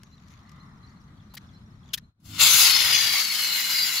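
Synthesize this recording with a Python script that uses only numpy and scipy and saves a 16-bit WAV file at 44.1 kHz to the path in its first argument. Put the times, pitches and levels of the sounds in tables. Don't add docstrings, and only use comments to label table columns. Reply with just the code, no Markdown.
import sys
import numpy as np
from scipy import signal
from scipy.fft import rfft, irfft
from scipy.io import wavfile
from scipy.ndimage import uniform_filter1d

SR = 44100
rng = np.random.default_rng(int(sys.argv[2]) if len(sys.argv) > 2 else 0)


def bounce(signal):
    frames = np.transpose(np.atleast_2d(signal))
    limited = np.clip(frames, -1, 1)
    pcm = np.round(limited * 32767).astype(np.int16)
    wavfile.write(sys.argv[1], SR, pcm)


N = 176400
FFT_SIZE, HOP = 1024, 256
TIME_S = np.arange(N) / SR
FRAME_S = np.arange(N // HOP + 5) * HOP / SR
BIN_HZ = np.fft.rfftfreq(FFT_SIZE, 1 / SR)

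# freq_hz, density_db
AIR_SPECTRUM = [(15, -37), (25, -33), (82, -0.5), (164, -1.5), (221, -5.5), (281, -15), (421, -24.5),
                (523, -28), (1200, -23.5), (1450, -24), (2700, -38), (4150, -30.5), (4870, -44),
                (6210, -40.5), (8580, -48), (10900, -48), (15500, -53.5)]
WASH_SPECTRUM = [(400, -26), (850, -6), (1200, 8.5), (1550, -9), (2000, 1), (2800, -35.5), (8000, -47)]
# freq_hz, correlation
AIR_CORRELATION = [(60, 0.94), (180, 1), (550, 0.7), (1650, -0.4), (4970, -0.31), (15000, -0.54)]
# time_s, gain_db
AIR_ENVELOPE = [(0, -2), (.35, -2), (.7, 0.5), (1.3, 1.5), (2.0, 0), (2.09, -6.5), (2.14, -28), (2.19, -16),
                (2.28, 3.5), (2.37, 3), (2.7, 0.5), (3.05, 0.5), (3.25, -5.5), (4.0, -4.5)]
RUMBLE_ENVELOPE = [(0, -0.5), (2.3, 2), (3.0, -0.5), (3.25, -25.5), (4.0, -13)]
WASH_ENVELOPE = [(0, -72.5), (.4, -64), (.63, -59), (.8, -63.5), (1.1, -67), (1.5, -73), (2.0, -71)]
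ENGINE_ENVELOPE = [(2.15, -78.5), (2.3, -39.5), (2.7, -52.5), (3.05, -50.5), (3.25, -63.5), (4.0, -64)]
# firing_multiple, gain_db
ENGINE_HARMONICS = [(2, -6), (3, -10.5), (4, -14.5), (5, -13.5), (6, -16.5)]
# start_s, length_s, level_db, pitch_hz
BIRD_WHISTLES = [(0.112, 0.048, -62.5, 4100), (0.526, 0.077, -73, 3640), (0.595, 0.033, -60, 4130),
                 (0.824, 0.041, -61.5, 4090), (1.294, 0.047, -66, 4120), (1.52, .06, -71, 5410),
                 (1.527, .065, -64, 4110), (2.028, 0.038, -69, 4140)]
# centre_s, level_db, pitch_hz
BIRD_CHIPS = [(.046, -64, 6500), (.068, -70, 3800), (.184, -64, 3750), (.475, -66, 4220),
              (.875, -61.5, 4440), (.90, -69, 6100), (.906, -64, 4450), (.975, -65, 4240),
              (1.015, -67, 5450), (1.178, -69, 3240), (1.203, -62.5, 3460), (1.476, -65, 5440),
              (1.493, -62, 3470), (1.835, -65, 3340), (1.863, -64, 3600), (1.893, -59, 3480),
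              (1.908, -59, 3050)]

# start_s, length_s, level_db, ring_hz, ring_share, treble_db
RUBBER_SLIPS = [(1.337, 0.012, -44, 1170, 0.32, 4), (1.347, 0.013, -40, 4530, 0.03, 19),
                (1.367, 0.019, -39.5, 2000, 0.35, -10), (1.932, 0.02, -22.5, 3250, 0.25, 2),
                (1.942, 0.02, -40, 2960, 0.16, 13), (1.973, 0.017, -39, 1707, 0.25, -5)]
# start_s, level_db, t60_s
FINGER_TICKS = [(0.034, -43, 0.013), (0.283, -55, 0.029), (.303, -58, 0.033), (.318, -55, .025),
                (0.4935, -51, 0.023), (0.5176, -53.5, 0.016), (.562, -60, .015), (0.633, -63, .015),
                (.8959, -68, .015), (1.016, -62, .015), (1.106, -71, .015)]
# time_s, level_db
RUSTLE_ENVELOPE = [(0, -73), (.2, -73), (.33, -62.5), (.42, -73.5), (.5, -71), (.7, -80), (.95, -73.5),
                   (1.1, -82), (1.45, -74), (1.7, -85), (1.9, -69.5), (2.0, -66)]
# freq_hz, density_db
RUB_SPECTRUM = [(180, -56.5), (300, -28), (731, -34.5), (1640, -9.5), (2100, -15), (3340, -4.5),
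                (3870, -2.5), (8140, -14.5), (9140, -24), (10400, -9.5), (15500, -13)]
TICK_SPECTRUM = [(300, -5), (1800, -0.5), (5500, 2), (9000, -10), (11500, -9), (15500, -21)]
RUSTLE_SPECTRUM = [(300, -19.5), (1500, 8), (3500, 5.5), (7000, 2), (9000, -37), (11000, -7.5),
                   (15500, -21.5)]

# time_s, gain_db
JET_ENVELOPE = [(2.2, -77), (2.225, -77), (2.258, -53), (2.33, -45.5), (2.378, -39), (2.395, -23),
                (2.412, -16), (2.63, -15), (2.69, -17.5), (2.75, -20), (2.87, -21.5), (2.96, -20),
                (3.04, -23), (3.2, -22.5), (3.26, -28), (3.33, -25.5), (3.38, -27), (3.5, -24.5),
                (3.69, -27), (3.72, -22), (3.76, -24.5), (3.82, -22), (3.91, -26.5), (3.96, -27),
                (4.0, -25)]
JET_TREBLE = [(2.25, -0.5), (2.37, -7), (2.42, -2.5), (2.5, -0.5), (2.62, 1.5), (2.69, -2.5), (2.76, -4),
              (3.0, -4), (3.2, -0.5), (3.35, 1.5), (3.68, 2.5), (3.8, 4), (4.0, 2.5)]
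# freq_hz, density_db
SLACK_SPECTRUM = [(180, -62), (300, -31.5), (769, -20.5), (1280, -8.5), (1490, -5), (1780, -7.5),
                  (2440, -4.5), (2650, -4), (3280, -2.5), (4490, -4), (5660, -6), (6250, -3.5), (7250, -7),
                  (9140, -15), (11100, -1.5), (13600, -11), (15500, -5.5)]
TAUT_SPECTRUM = [(180, -54), (300, -26.5), (696, -22), (892, -14.5), (1590, -7.5), (2140, -0.5),
                 (2440, -5.5), (2930, -4.5), (3230, -5.5), (4140, -5.5), (5210, -9), (5570, -5.5),
                 (7370, -11.5), (8420, -20), (9930, -16), (11100, -6.5), (15500, -10.5)]
# time_s, taut_fraction
BALLOON_STRETCH = [(2.4, 0), (2.62, 0), (2.76, 0.51), (3.05, 0.66), (3.3, 0.7), (4.0, 1)]
# time_s, freq_hz
MAIN_MODE = [(2.37, 7330), (2.47, 6670), (2.55, 5870), (2.65, 5400), (2.8, 5076), (3.0, 4800), (3.2, 4540),
             (3.4, 4300), (3.6, 4110), (4.0, 3950)]
# main_mode_ratio, width_hz, lift_db
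BALLOON_MODES = [(.38, 161, 5), (0.509, 180, 4), (0.708, 200, 7.5), (0.862, 140, 6.5), (.935, 159, 1.5),
                 (1.0, 169, 10.5), (1.09, 180, 6), (1.19, 150, 5.5), (1.28, 160, 7), (1.37, 170, 6.5),
                 (1.46, 160, 3.5), (1.61, 180, 2.5), (1.7, 160, -6), (1.77, 200, 6), (1.95, 200, 3),
                 (2.14, 220, 2.5), (2.28, 220, 2)]
# centre_s, length_s, centre_hz, width_hz, lift_db
MODE_FLARES = [(2.31, 0.34, 2640, 200, 2.5), (2.305, .2, 3920, 300, -8), (2.425, 0.14, 3670, 300, 8.5),
               (2.432, 0.049, 7440, 400, 12), (2.473, 0.062, 4500, 250, 10), (2.712, 0.19, 4380, 302, 11),
               (2.98, 0.091, 6330, 400, 13), (3.02, 0.76, 4740, 161.3, 7), (3.3, .4, 5900, 200, 0.5),
               (3.507, 0.092, 4360, 298, 10.5), (3.78, 0.17, 4200, 300, 6.5),
               (3.814, 0.16, 4760, 200, 17.5), (3.824, 0.13, 5060, 220, 11), (3.99, 0.031, 4400, 400, 13.5)]
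# centre_hz, width_hz, lift_db
COLLAR_MODES = [(560, 250, 1), (900, 120, 2), (1370, 200, 3), (1640, 220, -4), (2170, 180, 4),
                (2400, 150, -5), (2900, 200, 2), (3170, 180, -3), (4050, 160, 2), (5170, 200, 2),
                (5700, 260, -6), (7200, 500, 2), (9100, 1200, -3), (10750, 600, 3), (13500, 900, -2)]
# freq_hz, correlation (clipped to 1)
HISS_CORRELATION = [(200, 4.8), (500, 0.6), (1000, 1.03), (2000, 0.44), (4000, 0.47), (7000, 0.24),
                    (12000, 0)]
# freq_hz, left_minus_right_db
HISS_BALANCE = [(60, 1.0), (99, 1.5), (160, 2.0), (270, 1.0), (450, 1.0), (740, 3), (1220, 3.2),
                (2010, 3.7), (3330, 7.4), (5500, 7), (9080, 4.5), (15000, 0.83)]
# time_s, left_minus_right_db
HISS_DRIFT = [(2.3, 1), (2.45, -0.5), (2.62, -.5), (2.75, 0), (3.0, -1), (3.3, -2), (4.0, -2.5)]


def amp(db):
    return 10 ** (np.asarray(db) / 20)


def unit(x):
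    return x / np.sqrt(np.mean(x ** 2) + 1e-20)


def at_time(table, time_s, outside=None):
    return np.interp(time_s, *np.transpose(table), left=outside, right=outside)


def at_freq(table, hz=BIN_HZ):
    freq_hz, value = np.transpose(table)
    return np.interp(np.log(hz + 1), np.log(freq_hz + 1), value)


def add(mix, start_s, sound):
    part = mix[:, max(round(start_s * SR), 0):][:, :sound.shape[-1]]
    part += sound[..., :part.shape[1]]


def wobble(cutoff_hz):
    rolloff = 1 + (np.fft.rfftfreq(N, 1 / SR) / cutoff_hz) ** 4
    return unit(irfft(rfft(rng.standard_normal(N)) / rolloff, N))


def noise(shape_db, correlation, pan_db, patch_db):
    a, b, c, d, patches = rng.standard_normal((5, len(FRAME_S), len(BIN_HZ)))
    patches = unit(uniform_filter1d(uniform_filter1d(patches, size=9, axis=0), size=9, axis=1))
    correlation = np.clip(correlation, -1, 1)
    left = a + 1j * b
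    right = correlation * left + np.sqrt(1 - correlation ** 2) * (c + 1j * d)
    gain = amp(shape_db + patch_db * patches) * np.ones((2, 1, 1))
    gain /= np.sqrt((gain ** 2).mean((0, 2), keepdims=True))
    spectra = gain * np.array([left * amp(pan_db / 2), right * amp(-pan_db / 2)])
    x = signal.istft(spectra.transpose(0, 2, 1), nperseg=FFT_SIZE, noverlap=FFT_SIZE - HOP)[1][:, :N]
    return x / x.mean(0).std()


def burst(spectrum, samples, treble_db=0, correlation=0.56):
    hz = np.fft.rfftfreq(samples, 1 / SR)
    shape_db = at_freq(spectrum, hz) + treble_db * hz ** 4 / (hz ** 4 + 9000 ** 4)
    a, b = irfft(rfft(rng.standard_normal((2, samples))) * amp(shape_db), samples)
    return unit(np.array([a, correlation * a + np.sqrt(1 - correlation ** 2) * b]))


def open_air():
    rumble_db = at_time(RUMBLE_ENVELOPE, FRAME_S)[:, None] / (1 + (BIN_HZ / 160) ** 6)
    air = noise(at_freq(AIR_SPECTRUM) + rumble_db, at_freq(AIR_CORRELATION), pan_db=2, patch_db=1.5)
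    air *= amp(at_time(AIR_ENVELOPE, TIME_S) - 50.5)
    wash = noise(at_freq(WASH_SPECTRUM), correlation=0.36, pan_db=2, patch_db=2.5)
    return air + wash * amp(at_time(WASH_ENVELOPE, TIME_S, outside=-120))


def engine(firing_hz=51.4, waver=0.0033):
    cycles = np.cumsum(firing_hz * (1 + waver * wobble(5.5))) / SR
    hum = sum(amp(db) * np.sqrt(2) * np.sin(2 * np.pi * (k * cycles + rng.random()))
              for k, db in ENGINE_HARMONICS)
    return hum * amp(at_time(ENGINE_ENVELOPE, TIME_S, outside=-120) + 2 * wobble(8.5))


def chirp(length_s, level_db, pitch_hz, glide_hz):
    progress = np.arange(0, length_s, 1 / SR) / length_s
    cycles = np.cumsum(pitch_hz + glide_hz * (progress - .5)) / SR
    return amp(level_db) * np.sqrt(2) * np.sin(np.pi * progress) * np.sin(2 * np.pi * cycles)


def birds(chip_s=0.012, fall_hz=600, twitter_notes=56, twitter_s=1.9):
    out = np.zeros((2, N))
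    for start_s, length_s, level_db, pitch_hz in BIRD_WHISTLES:
        add(out, start_s, chirp(length_s, level_db, pitch_hz, glide_hz=132))
    for centre_s, level_db, pitch_hz in BIRD_CHIPS:
        add(out, centre_s - chip_s / 2, chirp(chip_s, level_db, pitch_hz, -fall_hz))
    for k, (late, loud, high) in enumerate(rng.uniform(-1.1, 1, (twitter_notes, 3))):
        start_s = (k + 1 + late / 2) * twitter_s / twitter_notes
        add(out, start_s, chirp(chip_s, -72 + 3 * loud, 5200 + 1000 * high, -fall_hz))
    return out


def scatter(x, echo_db=-4, t60_s=0.25):
    t = TIME_S[:SR // 4]
    tail = rng.standard_normal((2, len(t))) * amp(-60 * t / t60_s)
    tail /= np.linalg.norm(tail, axis=1, keepdims=True)
    return x + amp(echo_db) * signal.oaconvolve(x, tail, axes=1)[:, :N]


def rubs(wander_hz=316, overtone=0.29):
    out = np.zeros((2, N))
    t = TIME_S[:2048]
    for start_s, length_s, level_db, ring_hz, share, treble_db in RUBBER_SLIPS:
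        grit = burst(RUB_SPECTRUM, len(t), treble_db)
        wander = unit(uniform_filter1d(rng.standard_normal(len(t)), size=24))
        phase = 2 * np.pi * np.cumsum(ring_hz + wander_hz * wander) / SR
        ring = unit(np.sin(phase) + overtone * np.sin(2 * phase))
        swell = np.sin(np.pi * np.minimum(t / length_s, 1))
        add(out, start_s, amp(level_db) * swell * (np.sqrt(1 - share) * grit + np.sqrt(share) * ring))
    return out


def ticks():
    out = np.zeros((2, N))
    t = TIME_S[:2048]
    for start_s, level_db, t60_s in FINGER_TICKS:
        add(out, start_s, burst(TICK_SPECTRUM, len(t)) * amp(level_db - 60 * t / t60_s))
    return out


def rustle(flicker_db=3.6):
    friction = noise(at_freq(RUSTLE_SPECTRUM), correlation=0.2, pan_db=0, patch_db=2.5)
    return friction * amp(at_time(RUSTLE_ENVELOPE, TIME_S, outside=-120) + flicker_db * wobble(150))


def peak(centre_hz, width_hz):
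    return 1 / (1 + (2 * (BIN_HZ - centre_hz) / width_hz) ** 2)


def ripple(position):
    shared, *sides = rng.standard_normal((3, FFT_SIZE))
    return np.array([np.interp(position, np.arange(FFT_SIZE), (shared + side) / np.sqrt(2))
                     for side in sides])


def hiss_spectrum_db(shelf_hz=5850, slack_ring=0.68, comb_hz=55, final_spacing_hz=100):
    main_hz = at_time(MAIN_MODE, FRAME_S)[:, None]
    taut = at_time(BALLOON_STRETCH, FRAME_S)[:, None]
    db = (1 - taut) * at_freq(SLACK_SPECTRUM) + taut * at_freq(TAUT_SPECTRUM)
    db -= 10 * np.log10(1 + (200 / (BIN_HZ + 1)) ** 4)
    db += at_time(JET_TREBLE, FRAME_S)[:, None] / (1 + (shelf_hz / (BIN_HZ + 1)) ** 8)
    ringing = slack_ring + (1 - slack_ring) * np.minimum(2 * taut, 1)
    db += ringing * sum(lift_db * peak(k * main_hz, width_hz) for k, width_hz, lift_db in BALLOON_MODES)
    db += sum(lift_db * peak(hz, width_hz) for hz, width_hz, lift_db in COLLAR_MODES)
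    for centre_s, length_s, hz, width_hz, lift_db in MODE_FLARES:
        swell = np.exp(-(2 * (FRAME_S[:, None] - centre_s) / length_s) ** 2)
        db += lift_db * swell * peak(hz * main_hz / at_time(MAIN_MODE, centre_s), width_hz)
    spacing_hz = final_spacing_hz * main_hz / MAIN_MODE[-1][1]
    weak_modes_db = 2.8 * ripple(BIN_HZ / spacing_hz)
    comb_db = 1.8 * ripple(BIN_HZ[None] / comb_hz)
    return db + (weak_modes_db + comb_db) * BIN_HZ / (BIN_HZ + 1000)


def spits(rate_per_s=350, spread_db=8, decay_s=0.0012):
    impulses = (rng.random(N) < rate_per_s / SR) * amp(spread_db * np.minimum(rng.exponential(1, N), 4))
    t = TIME_S[:256]
    grain = burst(SLACK_SPECTRUM, len(t)) * np.exp(-t / decay_s)
    return unit(signal.oaconvolve(impulses[None], grain, axes=1)[:, :N])


def gas_jet(flutter_db=0.84, flutter_hz=35.2, sputter_db=0.5, sputter_hz=910, spit_db=-22.5):
    hiss = noise(hiss_spectrum_db(), at_freq(HISS_CORRELATION), at_freq(HISS_BALANCE), patch_db=1.62)
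    hiss *= amp(flutter_db * wobble(flutter_hz) + sputter_db * wobble(sputter_hz))
    pan = amp(at_time(HISS_DRIFT, TIME_S) * np.array([[.5], [-.5]]))
    flow = amp(at_time(JET_ENVELOPE, TIME_S)) * (TIME_S > JET_ENVELOPE[0][0])
    return (hiss + amp(spit_db) * spits()) * pan * flow


def scene():
    gas = gas_jet()
    hands = (rubs() + ticks() + rustle()) * amp([[2], [-2]])
    return gas + hands + scatter(birds()) + open_air() + engine()


def record(dry, ceiling=0.88, cutoff_hz=15700):
    limited = dry / (1 + (dry / ceiling) ** 8) ** (1 / 8)
    lowpass = signal.firwin(511, cutoff_hz, window=("kaiser", 9), fs=SR)
    return signal.oaconvolve(limited, lowpass[None], "same")


dry = scene()
out = record(dry)
bounce(out)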